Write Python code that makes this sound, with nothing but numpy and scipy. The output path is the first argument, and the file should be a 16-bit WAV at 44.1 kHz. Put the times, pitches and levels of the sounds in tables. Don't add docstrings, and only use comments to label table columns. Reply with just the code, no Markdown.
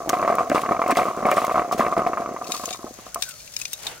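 import sys
import numpy as np
from scipy import signal
from scipy.fft import rfft, irfft
from scipy.io import wavfile
from scipy.ndimage import uniform_filter1d

SR = 44100
rng = np.random.default_rng(int(sys.argv[2]) if len(sys.argv) > 2 else 0)


def store_wav(level_fs):
    pcm = np.round(np.clip(np.atleast_2d(level_fs), -1, 1) * 32767)
    wavfile.write(sys.argv[1], SR, pcm.T.astype(np.int16))


N = 176400

# pitch in Hz, relative level in dB, t60 in seconds.
BOTTLE_MODES = [(235, -7, 0.017), (366, 1.5, 0.015), (515, 0.5, 0.018), (619, -4.5, 0.03), (682, -8, 0.072),
                (723.5, -8, 0.1), (928, -2, 0.01), (1084.5, 2, 0.03), (1168, -0.5, 0.052),
                (1229, -3, 0.041), (1568, 0.5, 0.019), (1825, -2, 0.015), (2080, -3, 0.027),
                (2284, -7, 0.028), (2680, -7.5, 0.014)]
# start in seconds, then relative level, thud, ring and tick in dB.
BOTTLE_KNOCKS = [(0.0042, -24.5, -8, -4.5, -24), (0.0608, -23, 3, -19, -20), (0.074, -20, 6, -25, -23),
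                 (0.08, -19, 0, -29, -22), (0.0945, -13.5, 0, 1, 5), (0.111, -25, -1, 8, -10),
                 (0.1315, -9.5, -7, -6.5, -4.5), (0.1513, -17.5, -20, 22, -5), (0.1696, -23, -7, -11, -2),
                 (0.194, -20.5, -10, 2, 0), (0.2273, -9, -13, 5.5, 0), (0.2372, -20, -2, -10, -20),
                 (0.2483, -14, -20, 0, 1), (0.2775, -6.5, -30, 5.5, 2), (0.2932, -12, -9, 13, 2),
                 (0.3003, -11, -19, -11, -4), (0.3153, -28, 1, 11, -7), (0.3241, -13.5, -19, 7, -2),
                 (0.3411, -15, -16, -7, -8), (0.3529, -18, -19, -7, -14), (0.3841, -7, -20, 8, -1),
                 (0.4066, -13, -14, -6, -27), (0.4189, -22, -13, 9, -16), (0.433, -26, -3, -19, -19),
                 (0.448, -28, -5, -8, -12), (0.5001, -12.5, 18.5, 0, 14), (0.5157, -8, -1.5, -9, -1.5),
                 (0.5473, -7.5, 10, 8, 4), (0.5581, -8, -7, 11, 1), (0.5673, -10, -8, 18, 19),
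                 (0.5791, -17, -4, -12, 7), (0.6357, -15, -13, 15, -6), (0.661, -15.5, -15, -10, -3),
                 (0.6901, -11.5, -4, 1.5, -5), (0.7109, -9, -3, -5, -18), (0.7198, -9.5, -5, 9, 1),
                 (0.73, -19, -2, -7, -5), (0.7472, -16.5, -16, 4.5, -3), (0.766, -20, -10, 3, 3),
                 (0.7934, -11.5, -1.5, 5, -8), (0.8174, -6.5, -8, 9, 4), (0.838, -18.5, -10, -6, 0),
                 (0.8618, -14, -1.5, -11, -4), (0.8883, -14.5, -2, 1, -10), (0.8961, -14, -31, -20, -13),
                 (0.9048, -11.5, -28, 0, -1), (0.913, -10, -18, 8, 11.5), (0.9215, -16, -4, -10, 6),
                 (0.9562, -16, -23, 8, 20), (0.9702, -9, -15, -6.5, -3), (0.9868, -10.5, -2, 2, -24),
                 (0.995, -11, -5, 3, 4), (1.0156, -17, -13, -7, 4), (1.0303, -17, -9, 5, 5),
                 (1.0542, -13.5, -3, 5, -11), (1.0849, -15.5, -4, -2.5, -5), (1.101, -23, -6, -5, -6),
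                 (1.1741, -17, 6, 2, -18), (1.222, -26, -5, -9, -13), (1.2299, -19, 8, -10, -10),
                 (1.2537, -7.5, -3, -5, -2), (1.2672, -12, -35, -6, -7), (1.2814, -15, -9, 14, -4),
                 (1.2875, -7.5, -3, 5.5, -5), (1.2976, -19, -8, 6, 11), (1.3155, -7, -17, -3.5, 3.5),
                 (1.3266, -16, -27, -26, 23), (1.3695, -9, -8, -2, 2), (1.38, -6.5, -40, -3, -5),
                 (1.4176, -12.5, -49, 7, 8.5), (1.446, -16.5, -20, 5, 5), (1.4951, -13.5, -17, 15, 17),
                 (1.5149, -19, -21, 13, -5), (1.5445, -15.5, -11, -11, -7), (1.5569, -9, -8, 8, -2),
                 (1.5731, -14.5, -7, -3, -7), (1.5801, -7.5, -23, 13, 1), (1.5945, -9.5, -5, 0, -1),
                 (1.619, -14.5, -11, 6, 2), (1.6466, -22.5, -9, -5, -40), (1.679, -24, 3, -10, -14),
                 (1.694, -24, -3, -7, -10), (1.7128, -14, -5, 12, -7), (1.726, -12, -13, -1.5, -8),
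                 (1.747, -19, 30, -12, -31), (1.7947, -9.5, -4, -8, -1), (1.8072, -8.5, -41, 7, -15),
                 (1.8122, -13.5, -4, 15, 23), (1.832, -23, -53, 10, -10), (1.8487, -16, -24, 0, 2),
                 (1.8651, -12, -5, 6, 7), (1.8805, -20.5, -6, -16, -16), (1.903, -22, -9, 18, -9),
                 (1.9248, -13, -25, 9, 2), (1.9671, -11.5, -12, 2, -6), (1.9771, -9.5, -0.5, -11, -4),
                 (1.9933, -10.5, -6.5, -4.5, -5), (2.019, -14, -13, 0.5, -21), (2.0646, -13, -4, -15, -4.5),
                 (2.0714, -15, -15, 20, -6), (2.097, -20, 1, -29, -22), (2.1176, -28, -22, -23, -23),
                 (2.1326, -13.5, 7, 14, 12), (2.1728, -12.5, -20, 6.5, 3.5), (2.1815, -17.5, -25, 2, -24),
                 (2.2019, -17.5, 8, -12, -26), (2.218, -22, -24, -3, -7), (2.26, -17, -9, 5, -8),
                 (2.2756, -23, -4, -3, -22), (2.2903, -20, 3, -1, -15), (2.3128, -22, 10, -22, -25),
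                 (2.3437, -23, 7, -20, -15), (2.3635, -20.5, -59, 10, 8), (2.4137, -23, -9, -6.5, -19),
                 (2.4211, -22, -23, 10, -15), (2.473, -29, -10, -9, -13), (2.491, -24, 18, -5, -18),
                 (2.5029, -23, 3, 5, -14), (2.5417, -23, -1, 11.5, 1), (2.5542, -25.5, -9, 15, 9),
                 (2.5973, -24.5, -11, -6, -7), (2.6373, -20.5, -4, -7, -10), (2.6791, -24, -7, -5, -20),
                 (2.7094, -26, -6, -5, 2), (2.746, -27, -13, 7, -2), (2.7919, -31.5, 1, -4, -13),
                 (2.843, -20.5, 11, -30, -39), (2.86, -31, 7, -28, -26), (2.8665, -30, -24, -1, -31),
                 (2.8796, -32.5, -6, -25, -28), (2.909, -30, 25, -14, -17), (2.9884, -31, 9, 6, -5),
                 (3.0658, -30.5, -2, 6, -8), (3.1592, -17.5, -23, 9.5, -11.5), (3.174, -34.5, -1, -6, -6),
                 (3.1915, -32, -11, -4, -8)]
# time in seconds, relative level in dB.
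CHATTER_LEVEL = [(0, -31), (.06, -36), (.13, -25), (.41, -27), (.48, -34), (.56, -26.5), (.852, -33),
                 (.9, -22.5), (.945, -44), (.99, -19.5), (1.14, -33.5), (1.28, -23), (1.352, -31.5),
                 (1.39, -23.5), (1.6, -24.5), (1.69, -39), (1.82, -25), (2.02, -29.5), (2.4, -36),
                 (2.7, -44.5), (2.86, -44), (2.96, -59), (3.2, -57), (3.3, -97)]
# frequency in Hz, gain in dB.
CONTACT_TONE = [(30, -9.5), (70, -6.5), (135, -4), (230, 2.5), (700, 4), (1200, -1), (1600, -6.5),
                (2300, -4), (3200, -4), (6000, 8), (15000, -21)]
# frequency in Hz, gain in dB.
RUB_TONE = [(500, -37), (2000, 13.5), (3200, 1.5), (6000, -1), (10000, -7.5), (16000, -12)]
# frequency in Hz, gain in dB.
DUST_TONE = [(1500, -23), (3500, -1.5), (7000, -1), (11000, -8), (16000, -8.5)]
# time in seconds, level in dB before panning.
DRAG_LEVEL = [(0, -52.5), (2.35, -59), (2.46, -47), (2.52, -35), (2.66, -39), (2.74, -40), (2.8, -49),
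              (2.96, -47.5), (3.18, -51), (3.24, -39), (3.35, -46), (3.49, -46), (3.6, -39.5), (3.7, -43.5),
              (3.8, -44.5), (3.88, -38), (3.94, -45), (4, -50)]
# frequency in Hz, gain in dB.
SAND_TONE = [(200, -21.5), (1500, -14.5), (2500, -10.5), (3200, -10), (4300, -5), (7500, -5), (10000, -9),
             (16000, -16.5)]
# frequency in Hz, gain in dB.
AIR_TONE = [(30, -23), (150, 9), (380, 0), (620, 12), (900, -15.5), (1400, 3.5), (2000, 0), (2500, -20),
            (3200, -25), (4500, -5), (6500, 6), (8000, -43), (16000, -6)]
RUMBLE_TONE = [(15, -7), (35, -16), (52, -0.5), (70, -13), (110, -3.5), (220, -17.0), (1000, -40)]
# frequency in Hz, gain in dB.
CRACK_TONE = [(100, -21), (1000, -6.5), (2500, 0.5), (8000, 3), (12000, 0), (16000, 9)]
# start in seconds, relative level in dB, accent in Hz, decay in seconds.
FINGER_CLICKS = [(0.093, -17, 5900, 0.0024), (0.0958, -15.5, 6040, 0.0021), (0.092, -18, 1710, 0.0036),
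                 (.353, -30.5, 6940, 0.0018), (0.497, -26.5, 4440, .004), (0.547, -27, 2250, 0.027),
                 (0.88, -32, 7000, 0.0021), (0.909, -20.5, 7900, 0.002), (0.913, -25.5, 2530, 0.0054),
                 (0.952, -27, 1730, 0.0014), (0.969, -23, 3400, 0.012), (1.166, -38.5, 5940, .002),
                 (1.266, -34.5, 9000, 0.0024), (1.313, -28, 8000, 0.0013), (1.315, -21.5, 1880, 0.0047),
                 (1.338, -35.5, 6500, 0.01), (1.449, -25, 8000, 0.0019), (1.467, -26.5, 5900, 0.0018),
                 (1.721, -30.5, 5400, 0.01), (1.785, -41, 6160, 0.013), (1.802, -29, 7000, 0.0043)]
# start in seconds, relative level in dB, decay in seconds.
PALM_BRUSHES = [(0.092, -39, 0.038), (0.54, -35.5, 0.068), (0.611, -31, 0.0093), (0.875, -43, 0.022),
                (0.958, -36.5, 0.11), (1.301, -37.5, 0.056), (1.359, -36.5, 0.11), (1.72, -31, 0.02),
                (1.778, -34, 0.044)]
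# frequency in Hz, gain in dB.
BRUSH_TONE = [(300, -11), (2500, 5), (5000, -2.5), (9000, -3.5), (16000, -11)]
# start in seconds, relative level in dB, mid pitch in Hz, t60 in seconds.
WALL_SHOVES = [(.5, -28, 286, 0.038), (.515, -10.5, 600, 0.031), (.516, -18.5, 314, 0.031),
               (.9225, -19.5, 283, 0.048), (.924, -30, 430, 0.02), (1.3285, -14, 597, 0.032),
               (1.338, -25.5, 398, 0.027), (1.796, -17, 235, 0.043)]
# pitch in Hz, relative level in dB, t60 in seconds.
STICK_MODES = [(1530, -27, 0.019), (2456, -1.5, 0.029), (2700, -5.5, 0.031), (3707, -4, 0.042),
               (4400, -3.5, 0.023), (5350, 2, 0.017), (6310, 6, 0.025), (7400, -2.5, 0.017),
               (8270, -1, 0.022)]
# start in seconds, relative level in dB, accent in Hz,
# contact decay in seconds, relative ring in dB, boost of the modes near the accent in dB.
STICK_CLACKS = [(2.443, -41, 2830, 0.0022, 7, -3), (2.47, -31.5, 4040, 0.0044, -2, 10),
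                (2.5193, -20.5, 4380, 0.0031, 4.5, 5.5), (2.546, -27, 4340, 0.0017, 1, 12),
                (2.565, -28.5, 4400, 0.0024, 3, 16), (2.6555, -19, 6200, 0.0033, -8, 17),
                (2.688, -29, 2900, .0051, -9, 12), (2.706, -26.5, 3730, .004, 0.5, 14),
                (2.728, -31.5, 3500, 0.0089, 6.5, 6), (2.94, -36, 6800, 0.0054, -8, 8),
                (3.1445, -18, 9000, 0.0025, -19, 0), (3.2218, -22, 8800, .007, -16, 6),
                (3.223, -13, 3600, 0.0033, -4.5, 16), (3.234, -26, 5400, 0.0067, 1, 5),
                (3.289, -27.5, 8700, 0.0074, -10, 8), (3.308, -37, 3050, .003, 2, 8),
                (3.317, -37, 4400, .002, -2, 10), (3.402, -41.5, 5360, 0.0033, 6.5, 5),
                (3.476, -39.5, 2700, .0022, 1, -1), (3.538, -35, 5440, .0046, 1.5, 6),
                (3.565, -21, 5300, 0.0012, 5, 9), (3.59, -25, 12000, .001, -14, 0),
                (3.612, -42, 2700, 0.0096, 6, 8), (3.615, -27, 6500, 0.002, 5.5, -2),
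                (3.6532, -24.5, 2520, 0.0026, 4, -3), (3.7317, -18, 8600, 0.0012, -2, 13),
                (3.736, -20.5, 12300, 0.0018, -6, 0), (3.737, -31, 3730, 0.00092, 5, 16),
                (3.868, -18.5, 3850, 0.0053, 0.5, 25)]
# time in seconds, level in dB.
SCUFF_LEVEL = [(2.85, -90), (2.97, -50), (3.07, -47.5), (3.15, -58), (3.72, -61), (3.82, -45.5),
               (3.87, -37.5), (3.93, -40.5), (4, -54.5)]
# frequency in Hz, gain in dB.
SOIL_TONE = [(20, -2), (55, -3), (100, 1), (200, -4.5), (700, 3.5), (1500, -1.5), (3000, -2.5),
             (10000, -27)]
# time in seconds, pitch in Hz, level in dB.
BIRD_CALLS = [
    [(3.08, 1253, -72), (3.14, 1450, -49), (3.2, 1580, -70), (3.265, 1534, -44), (3.31, 1407, -50.5),
     (3.38, 1220, -64), (3.45, 1216, -100)],
    [(3.28, 4520, -80), (3.35, 4420, -57), (3.45, 4200, -61), (3.52, 4140, -80)],
    [(3.9, 1350, -90), (3.96, 1390, -55), (4, 1440, -46)],
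]

CONTACT_RISE_S, TICK_RISE_S, BRUSH_RISE_S, SHOVE_RISE_S = 0.00033, 0.00081, 0.0046, 0.0019
MODE_SPREAD_DB, BODY_DETUNE, TICK_DETUNE, STICK_DETUNE = 4.5, 0.011, 0.024, 0.074
BOUNCE_GAP_S, BOUNCE_DB = 0.0045, -7
CHATTER_PER_S, DUST_PER_S, GRAINS_PER_S = 420, 260, 3000
STICK_RING_DB, STICK_CRACK_DB, SKID_DB, STICK_FALL_DB_PER_OCT = -3, -2.5, -18.5, 2


def amp(db):
    return 10 ** (np.asarray(db) / 20)


def unit(x):
    return x / np.sqrt(np.mean(x ** 2) + 1e-20)


def crest(x):
    return x / np.sqrt(uniform_filter1d(x ** 2, size=88).max() + 1e-20)


def curve(points, column=1):
    rows = np.array(points, float)
    return np.interp(np.arange(N) / SR, rows[:, 0], rows[:, column])


def add(mix, start, sound):
    part = mix[..., max(round(start * SR), 0):][..., :sound.shape[-1]]
    part += sound[..., :part.shape[-1]]


def colour(x, points, size=4096):
    hz, db = np.transpose(points)
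    bin_hz = abs(np.fft.fftfreq(size, 1 / SR)) + 1
    log_gain = np.log(amp(np.interp(np.log(bin_hz), np.log(hz), db)))
    taps = np.fft.ifft(np.exp(np.conj(signal.hilbert(log_gain)))).real[:size // 2]
    return signal.fftconvolve(np.atleast_2d(x), taps[None], axes=1)[:, :x.shape[-1]]


def stereo_noise(count, width):
    mid, side = rng.standard_normal((2, count))
    return unit(np.array([mid + width * side, mid - width * side]))


def flicker(count, depth_db, samples):
    return amp(depth_db * unit(uniform_filter1d(rng.standard_normal(count), size=samples)))


def from_left(x, pan_db=3, lag_samples=3):
    return np.array([x[0] * amp(pan_db), np.roll(x[1], lag_samples) * amp(-pan_db)])


def bottle_ring(thud_db, ring_db, tick_db):
    t = np.arange(SR // 7) / SR
    hz, db, t60 = np.transpose(BOTTLE_MODES)[:, :, None]
    spread, shift, polarity = rng.standard_normal((3, len(BOTTLE_MODES), 1))
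    weight_db = np.interp(hz, [450, 650, 750, 1000, 1300, 1550],
                          [thud_db, 0, 0, ring_db, ring_db, tick_db])
    high = hz > 1400
    pitch = hz * (1 + np.where(high, TICK_DETUNE, BODY_DETUNE) * shift)
    modes = amp(db + weight_db + MODE_SPREAD_DB * spread - 60 * t / t60) * np.sin(2 * np.pi * pitch * t)
    rise = 1 - np.exp(-t / np.where(high, TICK_RISE_S, CONTACT_RISE_S))
    return (modes * rise * np.where(high, np.sign(polarity), 1)).sum(0)


def knocks():
    out = np.zeros(N)
    for start, db, thud_db, ring_db, tick_db in BOTTLE_KNOCKS:
        add(out, start, amp(db) * crest(bottle_ring(thud_db, ring_db, tick_db)))
        delays = np.cumsum(BOUNCE_GAP_S * rng.uniform(0.584, 1.401, 2))
        for k, delay in enumerate(delays, 1):
            bounce = crest(bottle_ring(thud_db - 5, ring_db, tick_db))
            add(out, start + delay, amp(db + BOUNCE_DB * k) * bounce)
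    return amp(-2.5) * out


def chatter(spots=24):
    out = np.zeros(N)
    for _ in range(spots):
        hits = (rng.random(N) < CHATTER_PER_S / spots / SR) * rng.uniform(-0.85, 1, N)
        out += signal.oaconvolve(hits, bottle_ring(thud_db=-6, ring_db=-4, tick_db=-10))[:N]
    return unit(out) * amp(curve(CHATTER_LEVEL) - 1)


def rub(shell):
    force = np.sqrt(abs(signal.lfilter([.004], [1, .004 - 1], shell ** 2)))
    grit = flicker(N, depth_db=2.6, samples=40)
    ripple = flicker(N, depth_db=1.5, samples=500)
    return amp(-22.5) * force * ripple * unit(colour(stereo_noise(N, 0.63) * grit, RUB_TONE))


def dust(decay_s=0.0018):
    specks = (rng.random(N) < DUST_PER_S / SR) * amp(3.5 * np.minimum(rng.exponential(1, N), 3))
    crush = signal.lfilter([1], [1, -np.exp(-1 / (decay_s * SR))], specks)
    level = amp(-35 + 0.62 * curve(CHATTER_LEVEL))
    return level * unit(colour(stereo_noise(N, 0.76) * crush, DUST_TONE))


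def bottle():
    shell = colour(knocks() + chatter() + shoves(), CONTACT_TONE)[0]
    hz = np.fft.rfftfreq(N, 1 / SR)
    side = amp(-10) * irfft(rfft(shell) * 1j * hz / (hz + 120), N)
    return np.array([shell - side, shell + side]) + rub(shell) + dust()


def sand():
    grains = (rng.random(N) < GRAINS_PER_S / SR) * amp(2.7 * np.minimum(rng.exponential(1, N), 4))
    clumps = flicker(N, depth_db=2.05, samples=260)
    crunch = unit(colour(stereo_noise(N, 0.5) * (grains + 0.68) * clumps, SAND_TONE))
    return from_left(crunch * amp(curve(DRAG_LEVEL)))


def foliage(near, level_db=-27.5, t60=0.23):
    t = np.arange(SR // 3) / SR
    tail = stereo_noise(len(t), 0.17) * amp(-60 * t / t60) * (t > .004)
    return amp(level_db) * signal.fftconvolve(near, tail / np.linalg.norm(tail[0]), axes=1)[:, :N]


def open_air():
    air = amp(-51.5) * unit(colour(stereo_noise(N, 1.0), AIR_TONE))
    rumble = amp(-57.5) * unit(colour(stereo_noise(N, 0.06), RUMBLE_TONE))
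    return air + rumble


def insects(hz=6500):
    return amp(-54.5) * unit(signal.lfilter(*signal.iirpeak(hz, Q=12, fs=SR), stereo_noise(N, 1.0)))


def crack(t, hz, decay_s, width, accent_db=4.5):
    grain = flicker(len(t), depth_db=6.3, samples=30)
    burst = colour(stereo_noise(len(t), width) * grain * np.exp(-t / decay_s), CRACK_TONE)
    burst = colour(burst, [(20, 0), (1.6 * hz, 0), (6.4 * hz, -16)])
    band = signal.lfilter(*signal.iirpeak(min(hz, SR / 3), Q=6, fs=SR), burst)
    return crest(burst + amp(accent_db) * band)


def fingers():
    out, t = np.zeros((2, N)), np.arange(SR // 10) / SR
    for start, db, hz, decay_s in FINGER_CLICKS:
        add(out, start, amp(db) * crack(t, hz, decay_s, width=0.46))
    return out


def palm():
    pressure, t = np.zeros(N), np.arange(SR // 2) / SR
    for start, db, decay_s in PALM_BRUSHES:
        add(pressure, start, amp(db) * np.minimum(t / BRUSH_RISE_S, 1) * np.exp(-t / decay_s))
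    stick_slip = flicker(N, depth_db=3, samples=70)
    return pressure * unit(colour(stereo_noise(N, 0.44) * stick_slip, BRUSH_TONE))


def shoves(sag=0.1):
    out, t = np.zeros(N), np.arange(SR // 10) / SR
    for start, db, hz, t60 in WALL_SHOVES:
        pitch = hz * (1 + sag * (np.exp(-4 * t / t60) - .5))
        envelope = 2 * amp(db - 60 * t / t60) * (1 - np.exp(-t / SHOVE_RISE_S))
        add(out, start, envelope * np.sin(2 * np.pi * np.cumsum(pitch) / SR))
    return out


def sticks():
    out, t = np.zeros((2, N)), np.arange(SR // 8) / SR
    hz, db, t60 = np.transpose(STICK_MODES)[:, :, None]
    rise = 1 - np.exp(-t / CONTACT_RISE_S)
    for start, level_db, accent_hz, decay_s, ring_db, boost_db in STICK_CLACKS:
        nearness = np.exp(-(np.log(hz / accent_hz) / 0.08) ** 2)
        pitch = hz * (1 + STICK_DETUNE * (1 - nearness) * rng.uniform(-1.06, 1, hz.shape))
        weight_db = boost_db * nearness - STICK_FALL_DB_PER_OCT * abs(np.log2(hz / accent_hz))
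        modes = (amp(db + weight_db - 60 * t / t60) * np.sin(2 * np.pi * pitch * t)).sum(0)
        blow = (t == 0) + amp(SKID_DB) * stereo_noise(len(t), 0.66) * np.exp(-t / decay_s)
        ring = crest(signal.fftconvolve(blow, (modes * rise)[None], axes=1)[:, :len(t)])
        snap = amp(STICK_CRACK_DB) * crack(t, accent_hz, decay_s, width=1.0)
        add(out, start, amp(level_db) * (amp(STICK_RING_DB + ring_db) * ring + snap))
    return from_left(out)


def scuff():
    return unit(colour(stereo_noise(N, 0.6), SOIL_TONE)) * amp(curve(SCUFF_LEVEL))


def birds(blur_hz=60):
    out, t = np.zeros((2, N)), np.arange(N) / SR
    lowpass = signal.butter(2, blur_hz, fs=SR, output="sos")
    for call in BIRD_CALLS:
        blur = unit(signal.sosfilt(lowpass, rng.standard_normal((2, N))))
        phase = 2 * np.pi * np.cumsum(curve(call)) / SR
        level = amp(curve(call, column=2)) * (t > call[0][0]) * (t < call[-1][0])
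        out += level * (blur[0] * np.sin(phase) + blur[1] * np.cos(phase))
    return out


def scene():
    hand_pan = amp([[.8], [-.8]])
    near = bottle() + hand_pan * (fingers() + palm()) + sticks() + sand() + scuff()
    return near + foliage(near) + open_air() + insects() + birds()


def record(dry, low_cut_hz=25, ceiling=0.7, top_hz=15950):
    cut = signal.sosfilt(signal.butter(2, low_cut_hz, "highpass", fs=SR, output="sos"), dry)
    held = ceiling * np.tanh(cut / ceiling)
    band_limit = signal.firwin(255, top_hz, window=("kaiser", 8), fs=SR)
    return signal.oaconvolve(held, band_limit[None], "same")


dry = scene()
out = record(dry)
store_wav(out)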